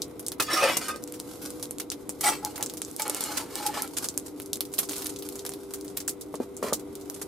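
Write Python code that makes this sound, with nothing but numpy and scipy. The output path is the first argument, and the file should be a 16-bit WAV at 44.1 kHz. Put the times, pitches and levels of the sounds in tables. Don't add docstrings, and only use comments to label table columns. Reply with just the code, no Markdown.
import sys
import numpy as np
from scipy import signal
from scipy.fft import rfft, irfft, next_fast_len
from scipy.io import wavfile
from scipy.ndimage import map_coordinates

SR = 44100
rng = np.random.default_rng(int(sys.argv[2]) if len(sys.argv) > 2 else 0)


def master_out(mix):
    frames = np.transpose(np.atleast_2d(mix))
    ceiling = np.clip(frames, -1, 1)
    pcm = np.round(ceiling * 32767).astype(np.int16)
    wavfile.write(sys.argv[1], SR, pcm)


N = 320607

# pitch_hz, level_db (per Hz)
YARD_SPECTRUM = [(12, -53), (20, -26.5), (71, -9), (201, -8.5), (292, -1.5), (436, -4), (487, -7),
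                 (556, -12), (1320, -23), (1760, -35), (2060, -26.5), (2810, -36.5), (4000, -32),
                 (5200, -67), (8800, -120)]
YARD_DB = -45
# time_s, lower_tone_db, upper_tone_db, housing_drone_db
HUM_LEVELS = [(0.0, -56, -51, -48), (0.58, -54, -51, -52.5), (1.07, -66, -49.5, -45.5),
              (1.88, -51.5, -51.5, -44.5), (2.81, -58, -54.5, -46.5), (5.51, -43.5, -55, -44.5),
              (6.76, -48.5, -54.5, -47), (7.27, -46, -58, -47)]

# pitch_hz, correlation (0 to 1)
LIKENESS = [(60, 0.72), (180, 0.94), (550, 0.42), (1650, 0.55), (4970, 0.27), (15000, 0.041)]
# pitch_hz, left_minus_right_db
MIC_TILT = [(60, -1), (180, -2), (550, 2.5), (1650, -0.5), (4970, 0), (15000, -3)]
TOP_HZ = 16800
# pitch_hz, t60_s
WALL_DECAY = [(500, 0.06), (2500, 0.049), (7000, 0.1), (15000, 0.082)]

# pitch_hz, width_hz, level_db
BLADE_ON_EDGE = [(2547, 34, -3), (3020, 18, -2.5), (3230, 10, -12), (3580, 19, -11), (3880, 18, -1),
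                 (4624, 16, 2), (5310, 28, 0), (5460, 16, 3), (6680, 33, -4), (7700, 32, 1), (8800, 31, 1),
                 (9200, 58, -6)]
BLADE_FLAT = [(1342, 67, -3.5), (2176, 26, -8), (2980, 29, -40), (3570, 29, -3), (4560, 30, -1),
              (5210, 54, -4), (5900, 57, -20), (7830, 250, 5.5), (8790, 33, -1), (9650, 25, -3),
              (9350, 43, 4)]
TRAY_MODES = [(252, 44, -7.5), (416, 106, 2), (570, 130, 3), (930, 320, 4), (1160, 150, -7)]
# pitch_hz, level_db (per Hz)
GRIT_SPECTRUM = [(180, -22), (300, -11), (549, -10), (1130, -9.5), (1230, -10), (1630, -17), (9020, -17),
                 (14700, -21), (15700, -50), (16500, -75)]
# time_s, lows_db, treble_db
RAKE_STROKE = [(.399, -24.5, -35), (.458, -53, -44), (.488, -33.5, -42.5), (.535, -28, -30.5),
               (.56, -32.5, -33.5), (.575, -29, -30.5), (.61, -30, -34.5), (.652, -24, -36.5),
               (.742, -33.5, -35.5), (.8, -44.5, -49.5), (.845, -39.5, -36), (.878, -43, -40.5),
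               (.888, -35, -37.5), (.93, -46, -50.5), (1.02, -69, -69)]
DROP_STROKE = [(2.205, -50, -53), (2.212, -38, -32), (2.228, -46, -43), (2.24, -25.5, -25.5),
               (2.275, -29, -28.5), (2.345, -36.5, -42.5), (2.42, -54, -60)]
DRAG_STROKES = [
    [(2.42, -46, -61), (2.51, -54, -50), (2.61, -49, -60), (2.72, -72, -65)],
    [(2.98, -63, -50), (2.998, -30.5, -33.5), (3.036, -51, -49), (3.056, -35, -41), (3.1, -44, -47),
     (3.2, -41.5, -39), (3.3, -39, -38.5), (3.412, -44.5, -44), (3.48, -55.5, -62), (3.56, -46, -41.5),
     (3.66, -41.5, -40.5), (3.716, -44, -49), (3.78, -31, -36), (3.87, -48, -55), (3.92, -72, -66)],
]
SLIDE_STROKES = [
    [(6.4, -44, -53), (6.435, -51, -53.5), (6.45, -65, -63)],
    [(6.622, -55, -60), (6.628, -34, -33.5), (6.66, -37.5, -42.5), (6.69, -36, -41), (6.715, -41.5, -54),
     (6.735, -51, -37), (6.76, -67, -66)],
]
# start_s, relative level_db, contact_ms
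BRICK_KNOCKS = [(.402, -29, 1.4), (3.097, -26, 1.2), (6.341, -22, 1.02), (6.402, -17.5, 1.67),
                (6.6271, -18.5, 0.8), (6.6416, -21, 1.65), (6.677, -30, 1.4), (6.7252, -14.5, 0.88),
                (6.7328, -34, 1.2)]
THUMP = 0.29
# pitch_hz, width_hz
SINGING_MODES = [(545, 33), (760, 25), (835, 55), (1242, 13.8), (1560, 8), (1744, 11), (8780, 36)]
# start_s, level_db, hold_s
EDGE_CATCHES = [
    [(.622, -29.5, 0.064), (.93, -42.5, 0.019)],
    [(0.546, -38, .06)],
    [(2.24, -28.5, 0.034), (2.275, -30.5, .04), (2.43, -39.5, .015), (2.45, -39.5, 0.017),
     (2.55, -42, 0.035), (2.6, -37, 0.013), (2.998, -32.5, 0.0041), (3.056, -31.5, .012),
     (3.29, -39.5, 0.039), (3.4, -44.5, 0.04), (3.56, -44.5, .03), (3.6, -41, 0.02), (3.652, -34, 0.011),
     (3.69, -38, .008), (3.77, -34.5, 0.016)],
    [(.4, -31, 0.0052), (.486, -34, .01), (.522, -32, .015), (.569, -25.5, 0.038), (.688, -40, .006),
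     (.884, -32, 0.015), (.94, -48, 0.023)],
    [(0.882, -40, 0.075)],
    [(0.487, -37, 0.074)],
    [(2.24, -34, .02), (2.272, -34, .012)],
]
SWELL_DB_PER_S, FADE_DB_PER_S = 3500, 500
LOCKED = 0.73
STEEL_DRY_DB, STEEL_WALLS_DB = -2.0, -2.5

# time_s, level_db (rms)
CRACKLE_LEVELS = [(0, -51), (.3, -66), (.4, -60), (.95, -58), (1.114, -52), (1.508, -45), (1.76, -57),
                  (2.146, -54.5), (2.4, -49), (2.764, -49.5), (2.97, -51.5), (3.9, -51.5), (4.0, -41.5),
                  (4.22, -52.5), (4.6, -58), (4.93, -43.5), (5.07, -42.5), (5.19, -51.5), (5.37, -46.5),
                  (5.55, -50.5), (6.35, -59), (7.27, -51)]
# pitch_hz, level_db
CRACKLE_COLOUR = [(530, 3.5), (900, 4), (1520, 2), (1740, -8.5), (5130, 0), (5790, -1.5), (11900, 0.5),
                  (14800, -5.5), (16500, -72)]
# start_s, level_db, length_ms, low_part_db (relative)
GAS_JETS = [(3.37, -28.5, 15, -2), (3.968, -30.5, 19.5, -6), (4.262, -40, 11, -18),
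            (4.7896, -28.5, 6.3, -24), (5.093, -36, 12, -12), (6.078, -39, 7.5, 9), (7.143, -39, 9.5, -20),
            (7.215, -35.5, 16, -31)]
# start_s, spike_db (peak, before panning), body_db (relative to the snap), echo_db (relative to the spike)
COAL_BURSTS = [(.0197, -9.5, -22, -20), (.1946, -27, -2, -8), (.265, -12, -28, -19.5), (.284, -8, -20, -27),
               (0.3192, -13.5, -3, -20.5), (0.4005, -10.5, 0.5, -9.5), (.424, -9, -17, -17.5),
               (.5332, -15.5, -3, -16), (0.658, -20, 16, -14), (.6906, -19, 20, -16),
               (.77, -3.5, -7.5, -18.5), (0.775, -13, 3, -30), (0.883, -24.5, -27, -5),
               (0.961, -20, -4, -24), (1.039, -14.5, -29, -38), (1.076, -23.5, -9, -19),
               (1.1238, -19.5, -20, -37), (1.139, -28.5, 1, -9), (1.2005, -13.5, -11, -27),
               (1.424, -30, 5, -7.5), (1.461, -18, -29, -39), (1.505, -17.5, -23, -26),
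               (1.6274, -12.5, -8, -17), (1.656, -21, -22, -38), (1.7098, -12, -5.5, -25.5),
               (1.7846, -15, -16, -29), (1.7993, -18.5, -3, -9.5), (1.9021, -10, -22, -26.5),
               (1.9172, -17, 2, -13), (2.0934, -9.5, -10, -22), (2.21, -11, -4, -15), (2.2394, -19, -5, -8),
               (2.2989, -10, -16, -22), (2.4495, -6, -22, -27), (2.5579, -24, -1, -9.5),
               (2.5795, -17, 3, -21), (2.6095, -20, 8, -21), (2.6271, -5, -1.5, -21.5),
               (2.662, -12, -9, -23), (2.698, -18.5, -11, -19), (2.738, -20.5, -6, -20),
               (2.7711, -22, -4, -12.5), (2.8184, -9, -8, -23), (2.8494, -18.5, -16, -23),
               (2.9137, -20.5, -16, -32), (2.9644, -14.5, -17, -25), (2.9974, -14, 10, -16),
               (3.0206, -9, -13, -18), (3.0803, -12, -11, -40), (3.0977, -6, -22, -23),
               (3.147, -9.5, -9, -25), (3.166, -18.5, -11, -20), (3.2072, -11, -8, -17),
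               (3.2392, -9, -17, -21.5), (3.3728, -17.5, 6, -6.5), (3.5558, -9, -13, -29),
               (3.6637, -18, 1, -4.5), (3.8213, -8.5, -9, -18.5), (3.877, -21, 0, -22),
               (3.97, -20.5, 4, -8), (3.9854, -9, -17, -27), (4.0429, -16, -5, -10), (4.0874, -8, -16, -23),
               (4.177, -4.5, -11, -26), (4.1983, -24, -26, -30), (4.4005, -15.5, 1, -28),
               (4.419, -26, -17, -15), (4.4604, -23.5, -16, -21), (4.5319, -6.5, -8, -21),
               (4.5574, -17, -6, -20.5), (4.572, -22, -1, -30), (4.6075, -6.5, -8, -22),
               (4.6527, -22.5, -7, -18.5), (4.7276, -30, -12, -14), (4.7385, -13.5, -15, -17.5),
               (4.7823, -19.5, -17, -6.5), (4.7875, -15, 4, -3.5), (4.7928, -20, -17, -13),
               (4.851, -30, -20, -12.5), (4.8894, -20, -3, -14), (4.894, -12.5, -10, -20),
               (4.9108, -19, 4, -16), (4.9195, -20, -8, -15.5), (4.9334, -16, -3, -17),
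               (4.9642, -18.5, -8, -13), (4.9817, -19, -9, -14), (5.0209, -19, -1, -14),
               (5.045, -16.5, -12, -25), (5.0583, -19.5, -2, -10.5), (5.069, -11.5, -15, -26),
               (5.162, -21, -13, -19), (5.188, -26, -14, -10), (5.224, -19, -5, -19),
               (5.2891, -14.5, -21, -24), (5.3564, -20.5, -1, -15.5), (5.3932, -19.5, -18, -20.5),
               (5.4514, -14.5, 8, -24), (5.464, -14.5, -2, -19), (5.493, -13, -7, -25),
               (5.5196, -21.5, 6, -21), (5.5375, -20, -4, -22), (5.7373, -26, -8, -4),
               (5.8112, -23, -12, -24), (5.8466, -28.5, -10, -13.5), (5.8804, -23.5, -7, -21),
               (5.97, -19.5, 1, -7.5), (5.974, -11, 0, -26), (6.003, -19.5, -10, -14),
               (6.0785, -13.5, -11, -10), (6.0937, -11, -15, -18), (6.211, -29, -10, -6.5),
               (6.341, -35.5, 8, -6), (6.355, -22, -14, -20), (6.567, -26, -29, -11.5),
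               (6.6288, -21.5, 16, -10.5), (6.7311, -16.5, -14, -6), (6.7367, -8.5, -19, -19.5),
               (6.795, -35, -10, -7), (6.954, -19.5, -19, -23), (7.0119, -30, -14, -16),
               (7.0997, -12, -15, -27), (7.2153, -27, 12, -6.5)]
# pitch_hz, level_db, share of body_db added (0 to 1)
SNAP_COLOUR = [(500, -3, 0.8), (1840, -6.5, 0.97), (3820, -2.5, 0.3), (7900, 0.5, .01), (11660, 2, 0.37),
               (15500, -7, 0.23), (16500, -40, .2)]
# pitch_hz, t60_s
POP_ECHO_DECAY = [(1000, 0.099), (2500, 0.086), (7000, 0.091), (15000, 0.089)]
COLOUR_SCATTER_DB, POP_PAN_DB = 4, 0.3


def amp(db):
    return 10 ** (np.asarray(db) / 20)


def unit(x):
    return x / np.sqrt(np.mean(x ** 2) + 1e-20)


def along(points, hz):
    f, v = np.transpose(points)
    return np.interp(np.log(hz + 1), np.log(f + 1), v)


def gains(*tables):
    t = np.arange(N) / SR
    total = 0
    for table in tables:
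        time_s, *columns = np.transpose(table)
        total = total + np.array([amp(np.interp(t, time_s, db, -200, -200)) for db in columns])
    return total


def wobble(rate):
    knots = rng.standard_normal(int(N * rate / SR) + 4)
    return map_coordinates(knots, [np.arange(N) * rate / SR], order=1)


def filtered(x, response):
    m = next_fast_len(N + 8192)
    return irfft(rfft(x, m) * response(np.fft.rfftfreq(m, 1 / SR)), m)[..., :N]


def low_cut(x, cut_hz):
    return filtered(x, lambda hz: 1 / (1 + (cut_hz / (hz + 1)) ** 4))


def pair(a, b):
    def weights(hz):
        turn = np.arccos(np.clip(along(LIKENESS, hz), 0, 1)) / 2
        return np.array([np.cos(turn), np.sin(turn)])

    mid, side = filtered(np.array([a, b]), weights)
    return np.array([mid + side, mid - side])


def grains(rate, spread_db):
    hits = rng.random(N) < rate / SR
    strength = amp(spread_db * np.minimum(rng.exponential(size=N), 3))
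    return hits * strength * rng.standard_normal(N)


def mode(x, hz, width):
    return signal.lfilter(*signal.iirpeak(hz, hz / width, SR), x)


def dying(decays, size):
    hz, t, z = signal.stft(rng.standard_normal((2, size)), SR, nperseg=64)
    fade = amp(-60 * t / along(decays, hz)[:, None])
    return signal.istft(z * fade, SR, nperseg=64)[1][:, :size]


def yard():
    noise = pair(*(amp(0.96 * wobble(4.9)) * rng.standard_normal((2, N))))
    return amp(YARD_DB) * unit(filtered(noise, lambda hz: amp(along(YARD_SPECTRUM, hz))))


def machine():
    t = np.arange(N) / SR
    lower_gain, upper_gain, drone_gain = gains(HUM_LEVELS)
    lower = lower_gain * amp(1.3 * wobble(8)) * np.sin(2 * np.pi * 393.8 * t)
    upper = upper_gain * amp(2.25 * wobble(9.8)) * np.sin(2 * np.pi * 490.2 * t)
    housing = filtered(pair(*rng.standard_normal((2, N))), lambda hz: 1 / (1 + ((hz - 298) / 14) ** 2))
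    return np.sqrt(2) * (lower + upper) + drone_gain * unit(housing)


def walls(x):
    out, step, delay = np.zeros((2, N + SR)), SR // 10, 40
    for i in range(0, N, step):
        tail = dying(WALL_DECAY, size=6000)
        wet = signal.fftconvolve(x[None, i:i + step], tail / np.linalg.norm(tail[0]), axes=1)
        out[:, i + delay:i + delay + wet.shape[1]] += wet
    return pair(*out[:, :N])


def knocks():
    out, t = np.zeros(N + SR), np.arange(4096) / SR
    for start_s, db, contact_ms in BRICK_KNOCKS:
        push = np.sin(np.pi * np.clip(t * 1000 / contact_ms, 0, 1)) ** 2
        ring = 0
        for hz, width, level in TRAY_MODES:
            ring = ring + amp(level + rng.normal(0, 1.1)) * mode(push, hz, width) * 150 / width
        hit = ring / np.abs(ring).max() + THUMP * push
        out[round(start_s * SR):][:len(t)] -= amp(db + 2.0) * hit
    return low_cut(out[:N], 110)


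def gritty():
    return unit(amp(2.0 * wobble(60) + 2.6 * wobble(200)) * grains(9000, spread_db=3))


def scrape(modes, strokes, split_hz, ring, restless_db, count=40, minor_db=-8):
    grit = gritty()
    minor_hz = np.exp(rng.uniform(np.log(1300), np.log(13000), count))
    minor = [(hz, 35, minor_db) for hz in minor_hz]
    tones = 0
    for hz, width, db in [*modes, *minor]:
        restless = grit * amp(restless_db * wobble(34))
        tones = tones + amp(db) * mode(restless, hz, width) / np.sqrt(width)
    rasp = filtered(grit, lambda hz: amp(along(GRIT_SPECTRUM, hz)))
    sound = ring * unit(tones) + unit(rasp)
    low = filtered(sound, lambda hz: 1 / (1 + (hz / split_hz) ** 4))
    low_gain, high_gain = gains(*strokes)
    return low_gain * unit(low) + high_gain * unit(sound - low)


def singing():
    grit, t, out = gritty(), np.arange(N) / SR, 0
    for (hz, width), catches in zip(SINGING_MODES, EDGE_CATCHES):
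        swell = 0
        for start_s, db, hold_s in catches:
            rise_db = SWELL_DB_PER_S * np.maximum(start_s - t, 0)
            fade_db = FADE_DB_PER_S * np.maximum(t - start_s - hold_s, 0)
            swell = swell + amp(db - rise_db - fade_db)
        phase = 2 * np.pi * np.cumsum(hz + .4 * width * wobble(45)) / SR
        locked = amp(2.5 * wobble(70)) * np.sin(phase)
        loose = mode(grit, hz, width)
        out = out + swell * (np.sqrt(LOCKED) * unit(locked) + np.sqrt(1 - LOCKED) * unit(loose))
    return out


def crackle():
    ticks = unit(amp(4.3 * wobble(30)) * grains(450, spread_db=6))
    hiss = pair(*(amp(1.45 * wobble(20)) * rng.standard_normal((2, N))))
    sway = amp(2.2 * wobble(45) * [[1], [-1]])
    both = .5 * ticks * sway + 0.82 * walls(ticks) + 0.57 * hiss
    return gains(CRACKLE_LEVELS) * unit(filtered(both, lambda hz: amp(along(CRACKLE_COLOUR, hz))))


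def spits():
    out, t = np.zeros((2, N + SR)), np.arange(4096) / SR
    hz = np.fft.rfftfreq(len(t), 1 / SR)
    for start_s, db, length_ms, low_db in GAS_JETS:
        length_s = length_ms / 1000
        jet = amp(-60 * np.clip(t - length_s, 0, 1) / 0.069 - 6 * (t > length_s))
        rough = amp(1.6 * np.repeat(rng.standard_normal(256), 16)) * rng.standard_normal((2, len(t)))
        curve = [(400, low_db - 19), (1500, low_db), (4000, -7.5), (9000, 2), (13000, -6.5), (16500, -38)]
        colour = amp(along(curve, hz))
        out[:, round(start_s * SR):][:, :len(t)] += amp(db) * jet * irfft(rfft(rough) * unit(colour))
    return pair(*out[:, :N])


def pops():
    spikes, echoes, t = np.zeros((2, N + SR)), np.zeros((2, N + SR)), np.arange(4096) / SR
    hz = np.fft.rfftfreq(len(t), 1 / SR)
    lead = 128
    pan = amp([[POP_PAN_DB / 2], [-POP_PAN_DB / 2]])
    for start_s, db, body_db, echo_db in COAL_BURSTS:
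        curve = [(f, level + share * body_db + COLOUR_SCATTER_DB * rng.normal()) for f, level, share in SNAP_COLOUR]
        colour = amp(along(curve, hz))
        colour = colour / colour.mean()
        arrival = lead / SR + rng.normal(0, 1e-5) * np.array([[1], [-1]])
        spike = irfft(colour * np.exp(-2j * np.pi * hz * arrival - .8j))
        spike = spike + 0.67 * np.roll(spike, rng.integers(4, 14), axis=1)
        lumps = amp(2.17 * np.repeat(rng.standard_normal(128), 32))
        build_up = 1 - np.exp(-t / 0.00031)
        echo = irfft(rfft(lumps * build_up * dying(POP_ECHO_DECAY, size=4096)) * unit(colour))
        i = round(start_s * SR)
        spikes[:, i - lead:i - lead + len(t)] += amp(db) * spike / np.abs(spike).max() * pan
        echoes[:, i:i + len(t)] += amp(db + echo_db) * echo
    return spikes[:, :N] + pair(*echoes[:, :N])


def scene():
    rake = scrape(BLADE_ON_EDGE, [RAKE_STROKE], split_hz=3300, ring=1.0, restless_db=7, count=34, minor_db=-5)
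    drop = scrape(BLADE_FLAT, [DROP_STROKE], split_hz=4700, ring=0.97, restless_db=4, count=22, minor_db=-4)
    drag = scrape(BLADE_FLAT[:3], DRAG_STROKES, split_hz=3050, ring=0.38, restless_db=3.5, count=12, minor_db=-8.5)
    tray = scrape(TRAY_MODES, SLIDE_STROKES, split_hz=1700, ring=1.1, restless_db=-0.5, count=0)
    steel = rake + drop + drag + tray + singing() + knocks()
    steel_in_hearth = amp(STEEL_DRY_DB) * steel + amp(STEEL_WALLS_DB) * walls(steel)
    hearth = steel_in_hearth + pops() + spits() + crackle()
    return low_cut(hearth, 120) + machine() + yard()


def record(dry):
    sides = np.array([[.5], [-.5]])
    return filtered(dry, lambda hz: amp(sides * along(MIC_TILT, hz)) * (hz < TOP_HZ))


dry = scene()
out = record(dry)
master_out(out)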